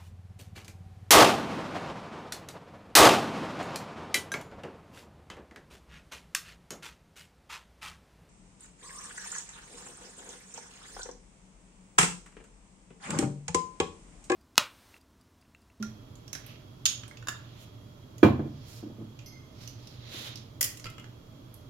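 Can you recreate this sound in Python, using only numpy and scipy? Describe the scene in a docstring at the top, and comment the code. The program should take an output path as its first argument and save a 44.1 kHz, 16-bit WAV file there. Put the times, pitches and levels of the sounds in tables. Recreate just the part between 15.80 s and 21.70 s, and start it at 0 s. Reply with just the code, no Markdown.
"""A sauce bottle gulps as it tips upright and caps click; something slides, glass clinks on china, and a hollow
cap is put down. A heavy bottle lands on the wooden counter and rocks; then come slides, light tinks on a thin
rim, a plastic lid snapping open and a nudged jar. Blows are sums of decaying modes and short noise bursts,
slides are swelling coloured noise, and gulps are decaying tones. A small room answers every blow; beneath lie
an appliance's hum, made of a wavering tone and resonant noise, and a low rumble with a faint swell midway."""
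import sys
import numpy as np
from scipy import signal
from scipy.fft import rfft, irfft, next_fast_len
from scipy.io import wavfile
from scipy.ndimage import map_coordinates

SR = 44100
rng = np.random.default_rng(int(sys.argv[2]) if len(sys.argv) > 2 else 0)


def wav_record(signal):
    """Record a signal, one row per channel, as 16-bit PCM in the file named by sys.argv[1]."""
    frames = np.transpose(np.atleast_2d(signal))
    bounded = np.clip(frames, -1, 1)
    # unit amplitude maps onto the largest positive 16-bit level
    quanta = np.round(bounded * 32767).astype(np.int16)
    wavfile.write(sys.argv[1], SR, quanta)


N = 260057
T = np.arange(int(0.8 * SR)) / SR  # time axis of one blow, seconds

# Likeness of the two channels. Each row: frequency in Hz, correlation from 0 to 1.
CHANNEL_LIKENESS = [(30, 0.98), (120, 1), (300, 0.79), (700, 0.03), (2000, 0), (10000, 0)]
# Reverberation of the small room. 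Each row: frequency in Hz, t60 in seconds.
ROOM_DECAY = [(80, 0.58), (240, 0.2226), (500, 0.37), (1200, .42), (3500, 0.4), (7000, 0.3), (14000, 0.24)]
TOP_HZ = 16300  # upper limit of the sound

# Envelope of the deep rumble's faint swell: reference time in seconds, hold in seconds, swell in seconds
# per 20 dB, release in seconds per 20 dB, level in dB. The hold is negative: the flanks cross near 2.6 s,
# below that level, so the rumble rises and falls softly there.
RUMBLE_SWELL = (3, -0.7, 0.4, 0.34, -50.5)
RUMBLE_DB = -64.5  # steady part

# Spectrum of the room's steady air. Each row: frequency in Hz, relative density in dB per Hz.
AIR_SPECTRUM = [(12, -48.5), (20, -15.5), (74, -11.5), (116, -1.5), (177, -14), (285, -13.5), (624, -24.5),
                (678, -26), (1260, -26.5), (1610, -35), (2600, -35.5), (3340, -34), (3950, -34.5),
                (13900, -50), (16000, -57)]
# Resonances of the appliance's casing. 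Each row: centre in Hz, level in dB, width in Hz.
CASING_RESONANCES = [(118.8, -59.5, 9.9), (106.7, -61, 11), (283, -69, 21), (593.8, -70.5, 5.1),
                     (638.7, -72, 8), (3287, -70.5, 41)]
AIR_DB, MOTOR_DB, MOTOR_HZ = -51, -57.5, 120.4

# Things sliding over the wood. Each row: time of full pressure in seconds, hold in seconds,
# swell in seconds per 20 dB, rubbing level in dB, fizz level in dB, scrape resonance in Hz.
SLIDES = [(0.675, .04, 0.1, -54.5, -72.5, 2700), (1.815, .015, 0.74, -59, -60.5, 3280),
          (2.889, 0.099, 0.27, -57.5, -58, 5100), (3.826, 0.02, 0.12, -53.5, -61, 5300),
          (4.028, .12, 0.23, -60, -71, 4700), (4.283, 0.056, 0.19, -50.5, -78, 3900),
          (4.342, 0.14, 0.06, -44, -53, 3550)]
# Spectra of the dry rubbing and of the fizz. Each row: frequency in Hz, relative density in dB per Hz.
RUB_SPECTRUM = [(240, -47), (400, -14), (583, -6), (644, -13.5), (1100, -14), (1510, -12), (3920, -9),
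                (6800, -17.5), (8000, -47), (10400, -40), (17600, -120)]
FIZZ_SPECTRUM = [(200, -30), (500, -7), (2000, -4), (7000, 9.5), (8200, 10), (12500, 1.5), (16000, -6.5)]
RUB_RELEASE_S, FIZZ_EDGE_S = 0.17, 0.07  # seconds per 20 dB: rubbing after a stroke, fizz on either side
SCRAPE_DB, SCRAPE_WIDTH = 7.5, 0.22  # the sliding thing's resonance: height, width as a share of its pitch

# Small contacts: clicks of caps and fingers, and thin ticks on a rim with little hollow part. # Each row: start
# in seconds, level in dB, ring in Hz, hollow part in dB.
CLICKS = [(0.0259, -35.5, 5860, 3), (0.3546, -52, 7000, -27), (0.4783, -45.5, 5600, -6),
          (0.53, -30, 6150, -6), (0.5511, -32, 5450, 5), (0.6637, -47, 12100, 0.5), (1.234, -41, 3060, 3),
          (1.279, -44, 8460, 6), (1.3106, -44, 2130, 11), (1.3713, -44, 2670, -6.5),
          (2.381, -46, 6500, -4.5), (3.3899, -44.5, 2700, -5), (3.8752, -40, 6060, -35),
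          (4.072, -44.5, 5200, -32), (4.5564, -38.5, 5250, -33), (4.5726, -44.5, 4220, -26),
          (4.9717, -40, 7500, -25), (4.997, -41.5, 6500, 0.5), (5.0422, -36.5, 4700, 0.5),
          (5.242, -45, 3210, 9), (5.7408, -46.5, 11600, -20)]
# Noise spectrum of struck plastic. Each row: frequency in Hz, relative density in dB per Hz.
PLASTIC_SPECTRUM = [(200, 2.5), (800, -4.5), (1400, 0.5), (2300, -1), (4000, -2), (6000, -2.5),
                    (7200, -4.5), (8200, -0.5), (12500, -12), (16000, -21)]
CLICK_T60_S, CLICK_PAN_DB = 0.033, -7
SNAP_DB, SNAP_DB_PER_OCTAVE = -5, 12  # bright part of a click at 5 kHz; higher contacts snap more

# Cracks of the opening lid. Each row: start in seconds, level in dB.
LID_CRACKS = [(4.8094, -22), (4.8122, -18), (4.828, -20), (4.8418, -23.5), (4.846, -25.5)]
# Spectrum of the lid. Each row: frequency in Hz, relative density in dB per Hz.
LID_SPECTRUM = [(180, -46), (300, -17.5), (555, -8.5), (870, -31.5), (1210, -10.5), (1690, -18.5),
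                (1870, -1), (2520, -12.5), (3080, -3.5), (3890, -17.5), (4990, -3.5), (7440, -4),
                (8090, -0.5), (12100, -7.5), (16000, -15)]
LID_T60_S, LID_TILT_DB = 0.032, 0.16  # decay of a crack; treble tilt per octave

# Blows on the plastic jar, the glass rim, the hollow cap, and of glass against china.
# Each row: start in seconds, level in dB, treble tilt in dB per octave.
JAR_TAPS = [(5.0554, -35.5, -3.5), (5.0654, -36, -4), (5.0994, -45, 3), (5.1805, -40.5, -4),
            (5.1964, -45, -1)]
RIM_TINKS = [(3.4601, -49.5, 2), (3.5215, -56, -8), (3.8762, -58.5, 7.5)]
CAP_DROPS = [(1.4257, -46.5, -3), (1.4716, -32.5, -0.5), (1.4845, -23.5, -0.5), (1.49, -30.5, 2.5)]
GLASS_CLINKS = [(1.055, -13, -0.5), (1.0578, -19.5, 1.5), (1.0612, -14.5, -2)]
# Modes of these objects. Each row: frequency in Hz, level in dB, t60 in seconds.
JAR_MODES = [(1343, -3.5, 0.16), (2090, -7.5, 0.14), (2350, -8.5, 0.086), (2590, -4, 0.055),
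             (2820, -0.5, 0.085), (2920, -2, 0.074), (3266, -2.5, 0.091), (7300, -3, 0.038)]
RIM_MODES = [(2110, -8, 0.58), (4320, -4, 0.28), (4800, -7, 0.29), (5060, -2.5, 0.36), (5400, -4, 0.2),
             (5500, -4, 0.12), (6000, -0.5, 0.19), (6200, -11, 0.72), (6380, -13, 0.22), (10200, -13, .12),
             (11300, -12, 0.13), (11600, -16, .2), (12300, -16, 0.22), (12940, -11, .15)]
CAP_MODES = [(1182, -5, 0.039), (1260, -5.5, 0.052), (1480, -2, 0.046), (1530, -12, .04),
             (1670, -3.5, 0.06), (2700, -10, 0.04), (3680, -6.5, 0.067), (4820, -12, 0.044),
             (5540, -8, 0.04), (6650, -6.5, .04), (7080, -4.5, 0.031)]
GLASS_MODES = [(3297, -7, 0.255), (3653, -5.5, .28), (3741, -12, 0.25), (4124, -9, .2), (5141, -11, .24),
               (5500, -9, 0.24), (6200, -11, .28), (6570, -10, 0.28), (6610, -0.5, .26), (6860, -16.5, .2),
               (7241, -20, .3), (8940, -11, 0.27), (9370, -7.5, 0.18), (11570, -19.5, 0.262)]
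# Spectrum of the crack of glass. Each row: frequency in Hz, relative density in dB per Hz.
GLASS_SPECTRUM = [(300, -50.5), (900, -36), (1400, -14.5), (1900, -20), (2600, -8), (3300, -4.5),
                  (3800, -8.5), (4400, -6), (5000, -0.5), (5700, -9), (6700, 3), (8200, -9), (9300, -9.5),
                  (10300, -18), (11600, -17.5), (14500, -28), (16000, -36.5)]

# Air gulping in the sauce bottle. Each row: start in seconds, level in dB, pitch in Hz,
# swell time constant in seconds, t60 in seconds.
GULPS = [(0.0, -26, 216, 0.011, 0.34), (0.0, -46, 394, 0.0036, 0.18), (0.0267, -34.5, 1398, 0.0016, 0.11)]

# Blows on the counter. Each row: start in seconds, level in dB.
KNOCKS = [(2.4295, 0), (2.44, -10), (2.465, -12.5), (2.496, -20.5), (3.026, -28.5), (3.059, -32),
          (3.1, -33), (3.184, -33.5), (3.211, -30), (4.343, -34.5), (4.55, -38.5), (5.179, -41.5)]
# Modes of the counter with the bottle on it. 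Each row: frequency in Hz, level in dB, t60 in seconds.
COUNTER_MODES = [(86.2, -22, 0.73), (107.8, -14.5, 0.46), (140, -17, 0.82), (215, -7, 0.32),
                 (252.3, -19.5, 0.6), (299, -9, 0.25), (329, -17.5, 0.14), (352, -23.5, 0.57),
                 (414, -13, 0.14), (500, -24.5, 0.26), (630, -26, 0.11), (712, -11, 0.076),
                 (1040, -25, 0.29), (1100, -26, 0.27), (1233, -15.5, 0.085), (1507, -17.5, 0.099),
                 (1672, -15, 0.072), (2377, -19.5, 0.2), (3270, -19, 0.1)]
# Dense part of a knock on wood. Each row: frequency in Hz, relative density in dB per Hz.
WOOD_SPECTRUM = [(29, -50.5), (50, -31.5), (81, -17.5), (125, -15), (170, -13.5), (314, -3.5), (428, -15),
                 (1010, -20.5), (1450, -27), (2020, -31), (2500, -30.5), (4200, -33.5), (4600, -39),
                 (15000, -40)]
HARD_HZ, HARD_DOUBLES_DB = 2457, 13  # contact cut-off of a 0 dB blow; doubles with every so many dB of force
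# the landed bottle rocks on its base, weaker each time
ROCK_START_S, ROCK_PERIOD_S, ROCK_DB, ROCK_LOSS_DB = 2.593, 0.0625, -19, 8.5


def amp(db):
    """Level law: decibels to amplitude gain."""
    return 10 ** (np.asarray(db) / 20)


def unit(x):
    """Normalization: scale to rms 1."""
    return x / np.sqrt(np.mean(x ** 2) + 1e-20)


def along(points, hz):
    """Interpolation of (Hz, value) points on a logarithmic frequency axis."""
    f, v = np.transpose(points)
    return np.interp(np.log(hz + 1), np.log(f + 1), v)


def filtered(x, response):
    """Linear filtering: multiply the spectrum of x by a response of frequency."""
    n = x.shape[-1]
    padded = next_fast_len(n + 4096)
    spectrum = rfft(x, padded) * response(np.fft.rfftfreq(padded, 1 / SR))
    return irfft(spectrum, padded)[..., :n]


def noise(colour, size):
    """Partial coherence: stereo noise of rms 1 with a dB colour, its channels alike in the bass only."""
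    def mid_side_response(hz):
        turn = np.arccos(np.clip(along(CHANNEL_LIKENESS, hz), -1, 1)) / 2
        return amp(colour(hz)) * [np.cos(turn), np.sin(turn)]

    mid, side = filtered(rng.standard_normal((2, size)), mid_side_response)
    return unit(np.array([mid + side, mid - side]))


def wobble(rate, size=N):
    """Band-limited fluctuation: a smooth random curve with rate knots a second."""
    knots = rng.standard_normal(int(size * rate / SR) + 4)
    return map_coordinates(knots, [np.arange(size) * rate / SR])


def fade(t60):
    """Exponential damping: a free decay by 60 dB in t60 seconds."""
    return np.exp(-np.log(1000) * T / max(t60, 1e-3))


def swelling(s, hold, swell, release):
    """Exponential growth and decay about time s; the flanks take the given seconds per 20 dB."""
    t = np.arange(N) / SR - s
    return 10 ** np.minimum(np.minimum(t / swell, (hold - t) / release), 0)


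def panned(x, pan_db):
    """Interchannel level difference: a positive value leans to the first channel."""
    return x * amp([[pan_db / 2], [-pan_db / 2]])


def in_room(x, wet_db, build=0.0012):
    """Reverberation: convolve with a noise tail that builds up, then decays at its own rate in each band."""
    hz, t, z = signal.stft(noise(lambda hz: 0 * hz, len(T)), SR, nperseg=256)
    decay = np.exp(-np.log(1000) * t / along(ROOM_DECAY, hz)[:, None])
    tail = signal.istft(z * decay, SR, nperseg=256)[1][:, :len(T)]
    tail = unit(tail * (1 - np.exp(-T / build)) ** 2) / np.sqrt(len(T))
    return x + amp(wet_db) * signal.fftconvolve(x, tail, axes=1)[:, :len(T)]


def add(track, s, x):
    """Superposition: mix x into the track at time s."""
    part = track[:, max(round(s * SR), 0):][:, :x.shape[1]]
    part += x[:, :part.shape[1]]


def rumble():
    """Low-frequency noise: a steady deep rumble with a faint swell near 2.6 s."""
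    s, hold, swell, release, db = RUMBLE_SWELL
    # Each row: frequency in Hz, relative density in dB per Hz.
    deep = [(20, -11.0), (45, -10.0), (110, 0.5), (220, -5.0), (500, -39), (1500, -92.0)]
    level = amp(RUMBLE_DB) + amp(db) * swelling(s, hold, swell, release)
    return level * noise(lambda hz: along(deep, hz), N)


def appliance():
    """Forced vibration: a slightly wavering motor tone and casing resonances, over the room's steady air."""
    air = amp(AIR_DB) * noise(lambda hz: along(AIR_SPECTRUM, hz), N)
    casing = np.zeros((2, N))
    for centre_hz, db, width_hz in CASING_RESONANCES:
        resonance = lambda hz: -20 * np.log10(1 + ((hz - centre_hz) / width_hz) ** 2)
        casing += amp(db) * noise(resonance, N)
    tone = np.sin(2 * np.pi * MOTOR_HZ * np.arange(N) / SR + 0.5 * wobble(4))
    motor = amp(MOTOR_DB + 0.67 * wobble(6.01)) * unit(tone)
    return panned(air + casing + motor, pan_db=-3.5)


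def slides():
    """Dry friction: rubbing noise swells around each thing's resonance, with a fizz near full pressure."""
    out = np.zeros((2, N))
    fizz = noise(lambda hz: along(FIZZ_SPECTRUM, hz), N)
    for s, hold, swell, rub_db, fizz_db, scrape_hz in SLIDES:
        scrape = lambda hz: SCRAPE_DB / (1 + ((hz / scrape_hz - 1) / SCRAPE_WIDTH) ** 2)
        rub = noise(lambda hz: along(RUB_SPECTRUM, hz) + scrape(hz), N)
        out += amp(rub_db) * swelling(s, hold, swell, RUB_RELEASE_S) * rub
        out += amp(fizz_db) * swelling(s, hold, FIZZ_EDGE_S, FIZZ_EDGE_S) * fizz
    # the grain of the wood catches and lets go
    grain_db = 1.0 * wobble(150) + 0.75 * wobble(600)
    return panned(out * amp(grain_db), pan_db=-5.5)


def clicks():
    """Small impact: a noise burst with one broad resonance, a hollow part and a snap growing with pitch."""
    out = np.zeros((2, N))
    for s, db, ring_hz, hollow_db in CLICKS:
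        snap_db = SNAP_DB + SNAP_DB_PER_OCTAVE * np.log2(ring_hz / 5000)
        touch = [(1800, hollow_db), (2600, 0), (7200, 0), (8500, snap_db)]  # Hz, dB
        resonance = lambda hz: 11 / (1 + ((hz - ring_hz) / (0.09 * ring_hz)) ** 2)
        burst = noise(lambda hz: along(PLASTIC_SPECTRUM, hz) + along(touch, hz) + resonance(hz), len(T))
        tap = burst * fade(CLICK_T60_S) * (1 - np.exp(-T / 0.00035))
        add(out, s, amp(db) * in_room(tap, wet_db=-3.5))
    return panned(out, CLICK_PAN_DB)


def snaps():
    """Sudden release: the lid slips over its catch in a few quick cracks of damped noise."""
    out = np.zeros((2, N))
    tilt = lambda hz: LID_TILT_DB * np.log2((hz + 1) / 6000)
    for s, db in LID_CRACKS:
        crack = noise(lambda hz: along(LID_SPECTRUM, hz) + tilt(hz), len(T)) * fade(LID_T60_S)
        add(out, s, amp(db) * in_room(crack, wet_db=-4.5))
    return panned(out, pan_db=-2)


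def struck(hits, modes, colour, crack_db, ring_db, damped_db, wet_db, phase_wander, rise):
    """Modal excitation: a short crack sets modes ringing; part of the ring dies at once in the contact."""
    out = np.zeros((2, N))
    for s, db, tilt_db in hits:
        tilt = lambda hz: tilt_db * np.log2((hz + 500) / 5000)
        ring = np.zeros((2, len(T)))
        for hz, level, t60 in modes:
            # random phase wander roughens each mode; the two channels start at different phases
            phase = phase_wander * wobble(110.4, size=len(T)) + rng.normal(0, 0.95, (2, 1))
            gain = amp(level + tilt(hz) + rng.normal(0, 1))
            ring += gain * fade(t60) * np.sin(2 * np.pi * hz * T + phase)
        crack = noise(lambda hz: along(colour, hz) + tilt(hz), len(T)) * fade(0.019)
        ring_decay = amp(ring_db) + amp(damped_db) * fade(0.029)
        blow = (amp(crack_db) * crack + ring * ring_decay) * (1 - np.exp(-T / rise))
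        add(out, s, amp(db) * in_room(blow, wet_db))
    return out


def tableware():
    """Material damping: glass rings long, plastic briefly; each object is panned, the cap and the clinks alike."""
    jar = struck(JAR_TAPS, JAR_MODES, PLASTIC_SPECTRUM, crack_db=7.0, ring_db=-11.5, damped_db=-5,
                 wet_db=-5, phase_wander=0.99, rise=0.0026)
    tinks = struck(RIM_TINKS, RIM_MODES, GLASS_SPECTRUM, crack_db=0, ring_db=-5, damped_db=-7,
                   wet_db=-3, phase_wander=1.07, rise=0.001)
    cap = struck(CAP_DROPS, CAP_MODES, PLASTIC_SPECTRUM, crack_db=-3.0, ring_db=-15.5, damped_db=-1.5,
                 wet_db=-4.5, phase_wander=1.7, rise=0.00059)
    clinks = struck(GLASS_CLINKS, GLASS_MODES, GLASS_SPECTRUM, crack_db=0.5, ring_db=-20, damped_db=-12.0,
                    wet_db=-5.0, phase_wander=1.0, rise=0.000417)
    return panned(jar, -1.5) + panned(tinks, -5.5) + panned(cap, -5) + panned(clinks, -5)


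def gulps():
    """Cavity resonance: air in the bottle's belly and neck rings in damped tones of fixed pitch."""
    out = np.zeros((2, N))
    for s, db, hz, swell, t60 in GULPS:
        tone = np.sin(2 * np.pi * hz * T) * (1 - np.exp(-T / swell)) * fade(t60)
        add(out, s, amp(db) * in_room(panned(tone, pan_db=-2.0), wet_db=-13.5))
    return out


def knocks():
    """Impact on a panel: the bottle bounces and rocks, the counter's modes ring; weak contacts stay dull."""
    out = np.zeros((2, N))
    rocking = [(ROCK_START_S + k * ROCK_PERIOD_S, ROCK_DB - k * ROCK_LOSS_DB) for k in range(3)]
    # the top is too small to radiate deep bass
    radiation = signal.butter(2, 70, "high", fs=SR, output="sos")
    for s, db in KNOCKS + rocking:
        hard_hz = HARD_HZ * 2 ** (db / HARD_DOUBLES_DB)
        contact = lambda hz: 1 / (1 + (hz / hard_hz) ** 2)

        def mode(hz, t60):
            """Damped oscillation whose phase drifts at random after the blow."""
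            phase_drift = 0.7 * wobble(35, size=len(T)) * (1 - fade(0.2))
            return contact(hz) * fade(t60) * np.sin(2 * np.pi * hz * T + phase_drift)

        bounce = mode(hz=322, t60=0.075)  # on the springy top
        ring = np.zeros(len(T))
        for k, (hz, level, t60) in enumerate(COUNTER_MODES):
            build_up = 1 - np.exp(-T * hz / 1.8)  # each panel mode needs a couple of cycles
            ring += (-1) ** k * amp(level + rng.normal(0, 1)) * mode(hz, t60) * build_up
        brightness = lambda hz: 20 * np.log10(contact(hz)) + 3 * np.log2(1 + hz / 1000)
        thud = noise(lambda hz: along(WOOD_SPECTRUM, hz) + brightness(hz), len(T)) * fade(0.22)
        blow = amp(-3.5) * bounce + amp(-5) * ring + amp(-12) * thud
        blow = signal.sosfilt(radiation, blow * (1 - np.exp(-T / 0.001)))
        add(out, s, amp(db) * panned(in_room(blow, wet_db=-14.5, build=0.011), pan_db=-2.0))
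    return out


def scene():
    """Superposition of all the handling over the hum and rumble."""
    background = rumble() + appliance()
    return background + slides() + clicks() + snaps() + tableware() + gulps() + knocks()


def record(dry):
    """Overall tone colour: a dip near 7.9 kHz, a lift above, nothing past the upper limit."""
    tone_colour = [(5000, 0.5), (7200, 2.0), (7900, -7.5), (10000, -1.0), (12000, 5)]  # Hz, dB
    return filtered(dry, lambda hz: amp(along(tone_colour, hz)) * (hz < TOP_HZ))


dry = scene()
out = record(dry)
wav_record(out)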